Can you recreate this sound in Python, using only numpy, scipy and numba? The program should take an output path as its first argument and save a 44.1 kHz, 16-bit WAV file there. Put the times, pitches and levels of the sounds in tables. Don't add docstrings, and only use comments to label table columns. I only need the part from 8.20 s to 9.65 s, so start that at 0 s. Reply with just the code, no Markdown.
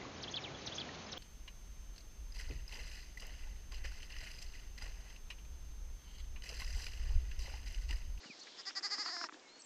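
import sys
import numpy as np
from scipy import signal
from scipy.fft import rfft, irfft
from scipy.io import wavfile
from scipy.ndimage import uniform_filter1d
from numba import njit

SR = 44100
rng = np.random.default_rng(int(sys.argv[2]) if len(sys.argv) > 2 else 0)


def wav_out(sig):
    wavfile.write(sys.argv[1], SR, np.round(np.clip(np.atleast_2d(sig).T, -1, 1) * 32767).astype(np.int16))


N = 63945

# (time [s], pitch [Hz])
HELD_PITCH = [(.838, 296), (.847, 295), (.860, 345), (.874, 357), (.886, 396), (.908, 318), (.920, 335),
              (.936, 372), (.957, 342), (.970, 356), (.982, 339), (1.000, 344), (1.014, 360), (1.034, 334),
              (1.046, 327), (1.067, 300)]


def lamb():
    # (first centre [Hz], last centre [Hz], width [Hz], first gain [dB], last gain [dB])
    throat_formants = [(375, 340, 94, -18, -11), (800, 800, 220, -8.5, 5), (1212, 1090, 210, -0.5, 0),
                       (1530, 1700, 585, -3.5, 0.5), (1966, 1910, 201, 2, 6)]
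    # (ratio to the bright centre [1], width [Hz])
    bright_pair = [(0.974, 534), (1.04, 622)]
    # (centre [Hz], width [Hz], first gain [dB], last gain [dB])
    upper_formants = [(4220, 570, -14, -3.5), (5800, 340, -26, -28.5), (6850, 1300, -10, -13.5)]
    pitch_hz, strength, bright_hz = vocal_effort()
    source = vocal_folds(pitch_hz, strength)
    held_start, held_end = HELD_PITCH[0][0], HELD_PITCH[-1][0]
    progress = np.clip((clock() - held_start) / (held_end - held_start), 0, 1) ** .5
    glide = lambda first, last: first + (last - first) * progress
    throat = sum((-1) ** k * undb(glide(db0, db1)) * resonance(source, glide(hz0, hz1), width)
                 for k, (hz0, hz1, width, db0, db1) in enumerate(throat_formants))
    upper = sum((-1) ** k * undb(glide(db0, db1)) * resonance(source, hz, width)
                for k, (hz, width, db0, db1) in enumerate(upper_formants))
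    bright = source * undb(glide(11, 10.5))
    for ratio, width in bright_pair:
        bright = resonance(bright, ratio * bright_hz, width)
    voice = butterworth(throat + bright - upper, order=2, hz=211, kind="high")
    return undb(-46) * unit(voice)


def vocal_effort():
    # (start [s], peak [s], stop [s], top pitch [Hz], half length [s], level [dB])
    throbs = [(.370, .398, .421, 275, .026, -9.5), (.451, .479, .505, 394, .031, -4.5),
              (.550, .574, .601, 393, .030, -2), (.625, .652, .700, 411, .036, -.5),
              (.699, .730, .775, 415, .041, -.3), (.765, .806, .880, 420, .050, -2.3)]
    # (time [s], level [dB], bright centre [Hz])
    held_effort = [(.84, -10.5, 5440), (.86, -3.5, 4780), (0.884, -6, 4590), (0.913, -6.5, 4900),
                   (.945, -6, 5010), (0.993, -8.5, 5160), (1.041, -7, 5210), (1.067, -14, 5310)]
    creak_hz, slack_hz, pushed_hz = 145., 5270, 4708
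    ramp_s, swell_share = .0056, .78
    t, pitch_hz, strength, push = clock(), np.full(N, creak_hz), np.zeros(N), np.zeros(N)
    for start, peak, stop, top_hz, half, db in throbs:
        away = np.abs(t - peak) / half
        swell = np.exp(-(away / .56) ** 2)
        voiced = np.clip(np.minimum(t - start, stop - t) / ramp_s + .5, 0, 1)
        pitch_hz = np.maximum(pitch_hz, top_hz * np.exp(-away ** 2.8))
        push = np.maximum(push, np.exp(-(away / .93) ** 2) * undb(db) ** .5)
        strength = np.maximum(strength, undb(db) * voiced * (1 - swell_share + swell_share * swell))
    bright_hz = slack_hz + (pushed_hz - slack_hz) * push
    held_s, held_hz = np.array(HELD_PITCH).T
    effort_s, held_db, held_bright_hz = np.array(held_effort).T
    release = np.clip(1 - (t - held_s[-1]) / ramp_s, 0, 1)
    held_strength = undb(np.interp(t, effort_s, held_db)) * release
    held = [np.interp(t, held_s, held_hz), held_strength, np.interp(t, effort_s, held_bright_hz)]
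    return np.where(t < held_s[0], [pitch_hz, strength, bright_hz], held)


def vocal_folds(pitch_hz, strength):
    jitter, shimmer_db, rasp_db, rasp_cycles = .006, .6, -34, .65
    cycles = np.cumsum(pitch_hz * (1 + jitter * wander(400))) / SR
    height = strength * undb(shimmer_db * wander(400))
    pulses, taps = np.zeros(N), np.arange(-8, 9)
    for i in np.flatnonzero(np.diff(np.floor(cycles[:-20]))):
        offset = taps - (np.ceil(cycles[i]) - cycles[i]) / (cycles[i + 1] - cycles[i])
        pulses[i + taps] += height[i] * np.sinc(offset) * np.sinc(offset / len(taps) * 2)
    rasp = np.exp(-(cycles % 1) / rasp_cycles) * rng.standard_normal(N)
    return pulses + undb(rasp_db) * strength * rasp


def grass_crunches():
    # (time [s], level [dB], pitch [Hz], thud level [dB])
    crunches = [(.507, -44.5, 1460, -64), (.609, -49, 1670, -60.5), (.782, -37, 1234, -49),
                (.861, -34, 1320, -54), (.882, -38.5, 1350, -101), (.888, -37, 1280, -58),
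                (.966, -36, 1395, -54), (1.013, -32.5, 1460, -53), (1.040, -32, 1280, -49.5),
                (1.045, -35.5, 1274, -48.5), (1.088, -41, 1350, -58), (1.094, -39.5, 1350, -84),
                (1.124, -46, 1230, -53.5), (1.143, -46, 1700, -54.5)]
    # (ratio to the pitch [1], 60 dB decay time [s], level [dB])
    modes = [(0.998, 0.0097, 3), (1.419, 0.019, -13.5)]
    grit = noise_band(hz=1574, width=3900)
    snaps, thuds = np.zeros(N), np.zeros(N)
    for start, db, hz, thud_db in crunches:
        snap = sum(undb(mode_db) * damped_mode(start, hz * ratio, t60) for ratio, t60, mode_db in modes)
        snaps += undb(db) * (snap + undb(-7.5) * grit * decay(start, t60=.015))
        thuds += undb(thud_db) * thud(start, hz=307, rise_s=.004)
    return butterworth(snaps, order=3, hz=[863, 3120]) + butterworth(thuds, order=3, hz=[152, 3120])


def hoof_steps():
    # (time [s], level [dB], pitch [Hz])
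    steps = [(0.056, -47.5, 208), (.098, -43.5, 242)]
    thuds = sum(undb(db) * thud(start, hz, rise_s=.0014) for start, db, hz in steps)
    return butterworth(thuds, order=3, hz=[152, 3120])


def grass_rustles():
    # (peak time [s], half length [s], centre [Hz], width [Hz], level [dB])
    rustles = [(.044, 0.0079, 1720, 1400, -55), (0.062, 0.11, 4580, 1900, -59),
               (0.201, 0.0054, 5650, 3000, -53.5), (0.221, 0.0073, 4310, 370, -51),
               (0.234, 0.0023, 5400, 3000, -52), (0.268, 0.11, 4280, 2220, -59),
               (0.276, 0.0063, 1770, 1400, -56.5), (.42, 0.11, 3430, 920, -60.5),
               (0.503, 0.009, 2380, 2200, -54), (0.522, 0.018, 5530, 1200, -61),
               (1.138, 0.0075, 3760, 2480, -59.5), (1.18, 0.011, 600, 494, -60),
               (1.197, 0.001, 4540, 1800, -55.5), (1.421, 0.0016, 5800, 1500, -50.5)]
    return sum(undb(db) * np.exp(-.5 * ((clock() - peak) / half) ** 2) * noise_band(hz, width)
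               for peak, half, hz, width, db in rustles)


def birds():
    # (start [s], length [s], first pitch [Hz], middle pitch [Hz], last pitch [Hz], level [dB])
    whistles = [(.048, 0.097, 3120, 2615, 1940, -56.5), (1.21, .125, 2270, 2170, 2160, -68),
                (1.267, 0.19, 3890, 4364, 4360, -63), (1.388, 0.0987, 7900, 7550, 7570, -53.5)]
    waver, flutter_db = .0048, 4.3
    song = np.zeros(N)
    for start, length, first_hz, middle_hz, last_hz, db in whistles:
        progress = np.clip((clock() - start) / length, 0, 1)
        parabola = np.polyfit([0, .5, 1], [first_hz, middle_hz, last_hz], 2)
        hz = np.polyval(parabola, progress) * (1 + waver * wander(450))
        envelope = undb(db + flutter_db * wander(70)) * np.sqrt(4 * progress * (1 - progress))
        song += envelope * np.sin(2 * np.pi * np.cumsum(hz) / SR)
    return song


def open_air():
    # (frequency [Hz], relative level [dB])
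    spectrum = [(30, -16.5), (95, -23), (160, -12.5), (310, 0), (600, -3.5), (1200, -6.5), (2500, -8.5),
                (4500, -11), (7500, -9.5), (9000, -15)]
    level_db, flicker_db = -59, 1.46
    hz, db = np.array(spectrum).T
    bin_hz = np.maximum(np.fft.rfftfreq(N, 1 / SR), 1)
    gain = undb(np.interp(np.log(bin_hz), np.log(hz), db))
    noise = irfft(rfft(rng.standard_normal(N)) * gain, N)
    return unit(noise) * undb(level_db + flicker_db * wander(25))


def thud(start, hz, rise_s):
    age = np.maximum(clock() - start, 0)
    return age / rise_s * np.exp(1 - age / rise_s) * np.sin(2 * np.pi * hz * age)


def damped_mode(start, hz, t60):
    return decay(start, t60) * np.sin(2 * np.pi * hz * (clock() - start))


def decay(start, t60):
    age = clock() - start
    return (age >= 0) * np.exp(-np.log(1000) * np.maximum(age, 0) / t60)


@njit
def state_variable_filter(x, hz, width):
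    y, band_state, low_state = np.empty(len(x)), 0., 0.
    for i in range(len(x)):
        g, damping = np.tan(np.pi * hz[i] / SR), width / hz[i]
        band = (band_state + g * (x[i] + 1e-18 - low_state)) / (1 + g * (g + damping))
        band_state = 2 * band - band_state
        low_state += 2 * g * band
        y[i] = damping * band
    return y


def resonance(x, hz, width):
    return state_variable_filter(x, hz * np.ones(N), float(width))


def noise_band(hz, width):
    return unit(resonance(resonance(rng.standard_normal(N), hz, width), hz, width))


def butterworth(x, order, hz, kind="band"):
    return signal.sosfilt(signal.butter(order, hz, kind, fs=SR, output="sos"), x)


def wander(rate_hz):
    hold = int(SR / rate_hz)
    stairs = np.repeat(rng.standard_normal(N // hold + 1), hold)
    return unit(uniform_filter1d(stairs, hold)[:N])


def undb(db):
    return 10 ** (np.asarray(db) / 20)


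def unit(x):
    return x / np.sqrt(np.mean(x ** 2))


def clock():
    return np.arange(N) / SR


def scene():
    return (lamb() + grass_crunches() + hoof_steps() + grass_rustles() + birds() + open_air())[None]


def record(dry):
    rate_hz, soft_top_hz, top_hz = 16000, 7220, 8700
    steep_lowpass = lambda x, hz: signal.sosfilt(signal.ellip(10, .2, 80, hz, fs=SR, output="sos"), x)
    limited = steep_lowpass(dry, rate_hz / 2 - 130)
    mirrored = limited * (1 + 2 * np.cos(2 * np.pi * rate_hz * clock()))
    softened = butterworth(mirrored, order=10, hz=soft_top_hz, kind="low")
    return steep_lowpass(softened, top_hz)


dry = scene()
out = record(dry)
wav_out(out)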